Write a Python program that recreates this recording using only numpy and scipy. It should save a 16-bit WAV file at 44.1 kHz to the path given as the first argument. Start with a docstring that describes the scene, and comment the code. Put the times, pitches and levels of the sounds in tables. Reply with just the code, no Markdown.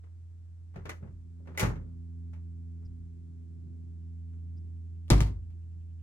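"""A pickup's tailgate, some way off at an open campsite, is lifted, rattles and latches with a thunk; then the
glass hatch of its shell is slammed and the closed load bed booms. Each blow is noise cracks, a dying wash and
sheet-metal modes over slow body modes, and a burst of noise echoes scatters it off boulders and trees.
A distant engine of sine overtones drones throughout with dull low noise, over soft outdoor air.
A small bird chips twice as rasping sine arches, and another chatters far off in bursts of noise."""
import sys
import numpy as np
from scipy import signal
from scipy.fft import rfft, irfft, next_fast_len
from scipy.io import wavfile
from scipy.ndimage import map_coordinates

SR = 44100
rng = np.random.default_rng(int(sys.argv[2]) if len(sys.argv) > 2 else 0)


def unload_audio(sound):
    """Save the sound as a 16-bit wav file, at the path given as the first command line argument."""
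    columns = np.transpose(np.atleast_2d(sound))
    # keep every value between -1 and 1, then stretch to whole-number steps
    steps = np.round(np.clip(columns, -1, 1) * 32767)
    wavfile.write(sys.argv[1], SR, steps.astype(np.int16))


N = 265570
RING_SIZE = 2 * SR // 5  # samples in one blow's ring or echo tail
FAINTEST_DB = -68  # rebounds and grazes at or below this level are left out
EARS = np.array([[.5], [-.5]])  # left and right each take half of a difference


def amp(db):
    """Decibels to gain."""
    return 10 ** (np.asarray(db) / 20)


def unit(x):
    """Scale to rms 1."""
    return x / np.sqrt(np.mean(x ** 2) + 1e-20)


def along(points, hz):
    """Read (frequency, value) points on a log frequency axis."""
    f, v = np.transpose(points)
    return np.interp(np.log(hz + 1), np.log(f), v)


def wobble(rate, size=N):
    """A smooth random curve with rate knots a second."""
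    knots = rng.standard_normal(int(size * rate / SR) + 4)
    return map_coordinates(knots, [np.arange(size) * rate / SR])


def filtered(x, response):
    """Shape x by a response given as a function of frequency."""
    n = x.shape[-1]
    padded = 2 * next_fast_len(n // 2 + SR // 20, real=True)
    spectrum = rfft(x, padded) * response(np.fft.rfftfreq(padded, 1 / SR))
    return irfft(spectrum, padded)[..., :n]


def causal(db):
    """Minimum-phase response of this shape and unit power, so a blow does not sound before its contact."""
    cepstrum = irfft(np.log(unit(amp(db)) + 1e-6))
    half = len(cepstrum) // 2
    cepstrum[1:half] *= 2
    cepstrum[half + 1:] = 0
    return np.exp(rfft(cepstrum))


def diffuse(n):
    """White stereo noise, more alike in the bass than in the treble."""
    # left-right likeness of diffuse sound: (frequency [Hz], correlation [0-1])
    likeness = [(60, 0.4), (130, 0.82), (290, 0.55), (640, 0.11), (1400, .2), (8000, 0.08)]

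    def mid_side(hz):
        turn = np.arccos(np.clip(along(likeness, hz), -1, 1)) / 2
        return np.array([np.cos(turn), np.sin(turn)])

    mid, side = filtered(rng.standard_normal((2, n)), mid_side)
    return np.array([mid + side, mid - side])


def dying(length):
    """Diffuse noise in which each frequency dies at its own speed, as in shaken panels."""
    # decay of the panel wash, before the length factor: (frequency [Hz], t60 [s])
    wash_t60s = [(150, 0.74), (400, 0.29), (1200, 0.34), (3000, 0.22), (7000, .23), (14000, 0.12)]
    hz, t, cells = signal.stft(diffuse(RING_SIZE), SR, nperseg=256)
    t60 = length * along(wash_t60s, hz)[:, None]
    return signal.istft(cells * amp(-60 * t / t60), SR, nperseg=256)[1][:, :RING_SIZE]


def fade(t, t60):
    """Decay of 60 dB in t60 seconds."""
    return np.exp(-np.log(1000) * t / t60)


def add(track, s, sound):
    """Mix a sound into the track at a time in seconds."""
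    part = track[..., max(round(s * SR), 0):][..., :sound.shape[-1]]
    part += sound[..., :part.shape[-1]]


def engine(tone_db, noise_db, right_db, lead_ms):
    """A far engine slowly runs down: overtones come and go together over dull low noise.
    It is louder on the right and lead_ms earlier on the left."""
    # level of the fundamental, before its wobble: (time [s], level [dB])
    hum = [(0, -46.5), (1.35, -46), (2.25, -41), (2.8, -42), (3.2, -45.5), (4.45, -40), (6, -42.5)]
    # overtones at their fullest, before their wobble: (multiple of the fundamental, level [dB])
    overtones = [(2, -55), (3, -58), (4, -71), (5, -77), (6, -91.5)]
    # spectrum of the dull low noise: (frequency [Hz], relative level [dB per Hz])
    noise_colour = [(30, -12.5), (70, 0), (130, 8), (220, -1), (350, -3), (450, -16.5), (600, -28),
                    (1000, -41), (2000, -70)]
    # course of the dull low noise, before noise_db and its flutter: exhaust rush, with a swell near 3.8 s
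    # perhaps from the hatch's gas struts: (time [s], level [dB])
    noise_course = [(.5, -72), (1.4, -67.5), (3.2, -64), (3.78, -56.5), (4.15, -69), (4.6, -59),
                    (4.95, -65.5), (6, -65.5)]
    firing_hz, sag_hz_per_s = 84.92, .26
    open_s, open_db_per_s = 1.7, 15  # the overtones grow until then, at this rate
    hold_db_per_s = 1.3  # then ease off slowly
    close_s, close_db_per_s = 4.44, 3.5  # and from then on lose this much more

    t = np.arange(N) / SR
    pitch = firing_hz - sag_hz_per_s * t + 0.11 * wobble(8.8)
    phase = 2 * np.pi * np.cumsum(pitch) / SR
    dull_db = open_db_per_s * np.maximum(open_s - t, 0)
    dull_db += hold_db_per_s * np.maximum(t - open_s, 0)
    dull_db += close_db_per_s * np.maximum(t - close_s, 0)
    levels = [(1, np.interp(t, *np.transpose(hum)))]
    levels += [(round(k), db - dull_db) for k, db in overtones]
    tone = np.zeros(N)
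    for k, db in levels:
        gain = amp(db + .25 * k * wobble(9.5))  # higher overtones waver more
        tone += gain * np.sin(k * phase + 2 * np.pi * rng.random())

    flutter_db = 1.298 * wobble(20)
    course_db = np.interp(t, *np.transpose(noise_course)) + flutter_db + noise_db
    low_noise = unit(filtered(diffuse(N), lambda hz: amp(along(noise_colour, hz)))) * amp(course_db)

    def placed(hz):
        return amp(-EARS * right_db) * np.exp(2j * np.pi * hz * EARS * lead_ms / 1000)

    return filtered(np.sqrt(2) * amp(tone_db) * tone + low_noise, placed)


def air(db, left_db):
    """A soft outdoor rumble under a faint hiss that leans to the left, both filtered noise."""
    # spectrum of the open air: (frequency [Hz], relative level [dB per Hz])
    spectrum = [(20, 13), (55, 29), (100, 25.5), (250, 7.5), (600, -3), (1000, -7.5), (1600, -8.5),
                (3000, -14), (5000, -15), (8600, -14), (10000, -26.5), (12500, -24), (16000, -36)]

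    def colour(hz):
        lean_db = EARS * left_db * hz / (hz + 1500)
        return amp(along(spectrum, hz) + lean_db)

    return amp(db) * unit(filtered(diffuse(N), colour))


def grazes(blows, crack_db, length):
    """Soft knocks do not land at once: a light touch leads each in."""
    soft_below = -3  # hardness [dB per octave] under which a knock counts as soft
    lead_s, graze_db = 0.017, -12.5  # how much earlier and weaker the touch is
    return [(s - lead_s, db + graze_db, hardness, crack_db, length) for s, db, hardness, _ in blows
            if hardness < soft_below and db + graze_db > FAINTEST_DB]


def contacts(blows, crack_db, gap_s, rebound_db):
    """Each blow rebounds at most once, weaker and duller; the harder a contact, the more it cracks.
    rebound_db is the rebound of a 0 dB blow."""
    crack_per_hardness = 1.2  # dB more crack for each dB per octave of hardness
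    rebound_dulling = 2.5  # dB per octave lost in a rebound
    rebound_db_per_db = 0.67  # seals swallow more of a heavy blow: the rebound grows less than the blow
    rows = []
    for s, db, hardness, length in blows:
        rows.append((s, db, hardness, crack_db + crack_per_hardness * hardness, length))
        back_s = s + gap_s * rng.uniform(.9, 1.1)
        back_db = rebound_db + rebound_db_per_db * db
        soft = hardness - rebound_dulling
        if back_db > FAINTEST_DB:
            rows.append((back_s, back_db, soft, crack_db + crack_per_hardness * soft, length))
    return rows


def settling(blows, first_db, gap_s, loss_db, hardness, crack_db, length, count):
    """After the heaviest blow loose parts tick on at uneven gaps, each tick weaker than the last."""
    slam_s = max(blows, key=lambda blow: blow[1])[0]
    times = slam_s + gap_s * (1 + np.arange(count) + rng.uniform(-.15, .15, count))
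    return [(s, first_db - loss_db * k, hardness, crack_db, length) for k, s in enumerate(times)]


def ringing(modes, length, tilt):
    """Sheet-metal modes of about rms 1 at the start, at new strengths and phases for each blow."""
    t = np.arange(RING_SIZE) / SR
    hz, db, t60 = np.transpose(modes)
    life = np.minimum(length * t60, .3)  # seals and paint damp every mode within a third of a second
    strengths = unit(amp(db + tilt(hz) + rng.normal(0, 2.9, len(hz)))) * np.sqrt(2 / len(hz))
    swing = np.sin(2 * np.pi * (hz[:, None] * t + rng.random((len(hz), 1))))
    onset = 1 - np.exp(-t / 0.001013)
    return strengths @ (swing * fade(t, life[:, None])) * onset


def clatter(hits, colour, modes, modes_db, crack_t60, attack, rattle_db):
    """Each contact is a crack, a rattling wash of panel vibration and a few clear metal modes."""
    out, t = np.zeros((2, N)), np.arange(RING_SIZE) / SR
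    for s, db, bright_db, crack_db, length in hits:
        length = max(length, .1)
        tilt = lambda f: bright_db * np.log2(np.maximum(f, 200) / 1000)  # a hard contact is brighter
        crack = amp(crack_db) * fade(t, crack_t60) * rng.standard_normal(RING_SIZE)
        rattle = unit(amp(rattle_db * wobble(600, size=RING_SIZE)))  # loose parts chatter as the panels shake
        wash = dying(length) * rattle * (1 - np.exp(-t / attack))
        blow = filtered(crack + wash, lambda f: causal(along(colour, f) + tilt(f)))
        ring = amp(modes_db) * ringing(modes, length, tilt)
        add(out, s, amp(db) * (blow + ring))
    return out


def boom(pushes, modes, attack, puff_db, puff_time):
    """A puff of displaced air, then slow modes; neighbours start in opposition, so the boom swells, then dies."""
    out, t = np.zeros(N), np.arange(SR) / SR
    u = t / puff_time
    puff = amp(puff_db) * u * (2 - u) * np.exp(-u)
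    for s, db, corner_hz in pushes:
        swing = np.zeros(SR)
        for k, (hz, mode_db, t60) in enumerate(modes):
            # a soft push hardly excites modes above its corner
            strength = (-1) ** k * amp(mode_db) / np.hypot(1, (hz / corner_hz) ** 2)
            swing += strength * np.sin(2 * np.pi * hz * t) * fade(t, t60)
        add(out, s, amp(db) * (swing + puff) * (1 - np.exp(-t / attack)))
    return out


def tailgate():
    """The steel gate is lifted, swings up and catches in its latch: clattering sheet metal over a body boom."""
    # blows, from handling knocks to the latch and the thunk:
    # (time [s], level [dB], hardness [dB per octave], ring length [factor])
    blows = [(.036, -61, -3.5, 0.43), (.757, -47, -4, 0.79), (.854, -42, -2.5, 0.57),
             (.893, -37.5, 0.5, 0.46), (1.024, -48, -8, 0.83), (1.072, -56, -5.5, 0.36),
             (1.395, -59, -12.5, 1.3), (1.472, -49.5, -4.5, 0.87), (1.545, -52, -5, 2.8),
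             (1.575, -36, 3.5, 0.9), (1.595, -28, 3.5, 0.89), (1.609, -32.5, -3.5, 0.99),
             (1.627, -27.5, -4.5, 0.84), (2.332, -61, -1, 0.61), (2.82, -67, -6.5, .8),
             (4.332, -73, -1, 0.56)]
    # spectrum of the dense clatter: (frequency [Hz], relative level [dB per Hz])
    colour = [(60, -22), (130, 1), (200, -6.5), (300, -4), (420, 0), (750, -4.5), (1200, -2.5), (2200, -3),
              (3300, -11.5), (5000, -16.5), (6500, -14), (8000, -21), (13500, -21.5), (16000, -29.5)]
    # sheet-metal modes, before each blow's variation: (frequency [Hz], relative level [dB], t60 [s])
    modes = [(291, -6, 0.13), (386.7, 1.5, 0.22), (437, -1, 0.16), (547, -3.5, 0.218), (605, -4, .22),
             (851, -4.5, 0.23), (1170, -9, 0.076), (1430, -7, 0.19)]
    # strikes on the latch: (time [s], level [dB])
    latch_hits = [(.893, -45), (1.575, -33.5), (1.595, -37)]
    # latch modes, before each strike's variation: (frequency [Hz], relative level [dB], t60 [s])
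    latch_modes = [(1998, -1, 0.13), (2020, 3.5, .15), (2164, 1, 0.17), (2350, -4, 0.097),
                   (3090, -6.5, .12), (5960, -15.5, 0.11), (6240, -11, 0.17)]
    # pushes on the truck's body: (time [s], level [dB], corner, lower is softer [Hz])
    pushes = [(.756, -39.5, 300), (1.02, -42.5, 250), (1.11, -37, 65), (1.619, -21.5, 202.5),
              (2.845, -37, 60), (2.98, -40.5, 59.6)]
    # slow modes of the bed's air and the big panels: (frequency [Hz], relative level [dB], t60 [s])
    body = [(44.6, -16, 0.42), (51, -6, 0.77), (93.7, -1.5, 0.35), (116.5, -3, 0.52), (161.4, -3.5, 0.42),
            (205.5, -4, 0.29)]

    hits = grazes(blows, crack_db=-15, length=.7)
    hits += contacts(blows, crack_db=-2.5, gap_s=.028, rebound_db=-24.0)
    hits += settling(blows, first_db=-47, gap_s=.064, loss_db=4.0, hardness=-3.5, crack_db=-2,
                     length=0.57, count=2)
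    metal = clatter(hits, colour, modes, modes_db=-5.5, crack_t60=0.013, attack=0.0015, rattle_db=1.5)
    for s, db in latch_hits:
        add(metal, s, amp(db) * ringing(latch_modes, 0.89, np.zeros_like))  # no brightness tilt
    return metal + boom(pushes, body, attack=0.0077, puff_db=-7.0, puff_time=0.0074)


def bird(length, pitch_hz, rasp_hz):
    """Short chips from the trees: sine arches made raspy by fast random pitch."""
    # chips: (time [s], level [dB])
    chips = [(2.848, -71), (4.566, -73.5)]
    out, u = np.zeros(N), np.linspace(0, 1, round(length * SR))
    for s, db in chips:
        pitch = pitch_hz + rasp_hz * wobble(620)[:len(u)]
        arch = np.sin(np.pi * u)
        add(out, s, amp(db) * arch * np.sin(2 * np.pi * np.cumsum(pitch) / SR))
    return out


def chatter(centre_hz, width_hz, note_s):
    """A very distant bird repeats one hoarse note of band noise evenly, slowly growing louder."""
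    start_s, note_gap_s = 3.99, .0948  # the gap runs from note to note
    first_db, growth_db_per_s = -92, 3
    t = np.arange(N) / SR - start_s
    notes = np.sin(np.pi * np.minimum(t % note_gap_s / note_s, 1)) * (t > 0)
    rasp = unit(filtered(diffuse(N), lambda hz: np.exp(-((hz - centre_hz) / width_hz) ** 2)))
    return amp(first_db + growth_db_per_s * t) * notes * rasp


def hatch():
    """The hatch slams on the gate and its second latch snaps a moment later: sharp cracks over a bed boom."""
    # blows (first touch, latch, frame, second latch, a late tick):
    # (time [s], level [dB], hardness [dB per octave], ring length [factor])
    blows = [(5.081, -65, 0.5, 1), (5.1028, -25, .5, .35), (5.107, -24, -1, 0.81),
             (5.2055, -34.5, 0.5, 0.67), (5.503, -71.5, -1.5, 0.76)]
    # spectrum of the dense clatter: (frequency [Hz], relative level [dB per Hz])
    colour = [(80, -22.5), (200, 1), (330, 3), (450, -3), (650, -4.5), (850, -5.5), (1150, -7.5),
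              (1500, -11.5), (2200, -9.5), (3200, -11), (4600, -13), (6000, -17), (12500, -22.5),
              (16000, -30.5)]
    # sheet-metal modes, before each blow's variation: (frequency [Hz], relative level [dB], t60 [s])
    modes = [(289, -1.5, 0.22), (428, -1, 0.3), (590, -1, 0.12), (716, -1, 0.1), (911, -2, 0.22),
             (980, -6.5, 0.13), (1195, -2, 0.19), (1790, -10, 0.2), (2054, -7.5, .19), (2320, -9, .22),
             (3170, -10, 0.08), (5900, -11.5, 0.19)]
    # pushes on the truck's body: (time [s], level [dB], corner, lower is softer [Hz])
    pushes = [(5.106, -13.5, 303), (5.203, -20.5, 200.4)]
    # slow modes of the bed's air and the big panels: (frequency [Hz], relative level [dB], t60 [s])
    body = [(46.8, -2.5, 0.47), (54.3, -1, 0.58), (100.64, -4.5, 0.55), (131.1, -1.5, 0.28), (157, -7, 0.3),
            (195, -13.5, 0.25), (348.6, -5.5, .14)]

    hits = contacts(blows, crack_db=11.5, gap_s=.018, rebound_db=-21)
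    hits += settling(blows, first_db=-41.5, gap_s=.076, loss_db=8, hardness=-1.1, crack_db=6,
                     length=0.87, count=2)
    metal = clatter(hits, colour, modes, modes_db=-4.5, crack_t60=0.0054, attack=0.00053, rattle_db=2.0)
    return metal + boom(pushes, body, attack=0.00089, puff_db=-2.5, puff_time=.007)


def campsite(x, echo_db, spread, lead_ms):
    """The truck stands to the left; rocks and trees return a scatter that ends soon, with open land beyond."""
    # what boulders and trees reflect: (frequency [Hz], level [dB])
    scatter = [(100, 1), (500, -0.5), (2000, -2.5), (10000, 0)]
    # the truck's lean to the left: (frequency [Hz], left over right [dB])
    lean = [(100, 0.3), (200, 0.5), (350, 3), (1000, 3.5), (2000, 0.5), (4000, 3.5), (8000, 1)]
    t = np.arange(RING_SIZE) / SR
    tail = filtered(diffuse(RING_SIZE), lambda hz: amp(along(scatter, hz)))
    tail = tail * t * np.exp(-(t / spread) ** 2)
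    echo = signal.fftconvolve(x, tail / np.linalg.norm(tail[0]), axes=1)[:, :N]
    echo = filtered(echo, lambda hz: hz / np.hypot(hz, 150))  # long waves bend round the rocks

    def placed(hz):
        return amp(EARS * along(lean, hz)) * np.exp(2j * np.pi * hz * EARS * lead_ms / 1000)

    return filtered(x + amp(echo_db) * echo, placed)


def scene():
    """The truck in its surroundings."""
    truck = campsite(tailgate() + hatch(), echo_db=-17.0, spread=.055, lead_ms=.11)
    drone = engine(tone_db=0.0, noise_db=1.5, right_db=1.5, lead_ms=0.58)
    birds = bird(length=0.026, pitch_hz=5100, rasp_hz=300)
    birds = birds + chatter(centre_hz=2750, width_hz=650, note_s=0.048)
    return truck + drone + birds + air(db=-63.5, left_db=8.0)


def record(dry):
    """Stereo is widened over most of the band, nearly mono at the top, with little above 16 kHz."""
    # stereo width by frequency: (frequency [Hz], side gain [dB])
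    width = [(300, 2), (1200, 2), (4000, 1), (9000, 2), (12000, -3), (14000, -22.5)]
    top_hz = 15900
    mid = (dry[0] + dry[1]) / 2
    side = filtered((dry[0] - dry[1]) / 2, lambda hz: amp(along(width, hz)))
    pair = np.array([mid + side, mid - side])
    return filtered(pair, lambda hz: 1 / np.hypot(1, (hz / top_hz) ** 60))


dry = scene()
out = record(dry)
unload_audio(out)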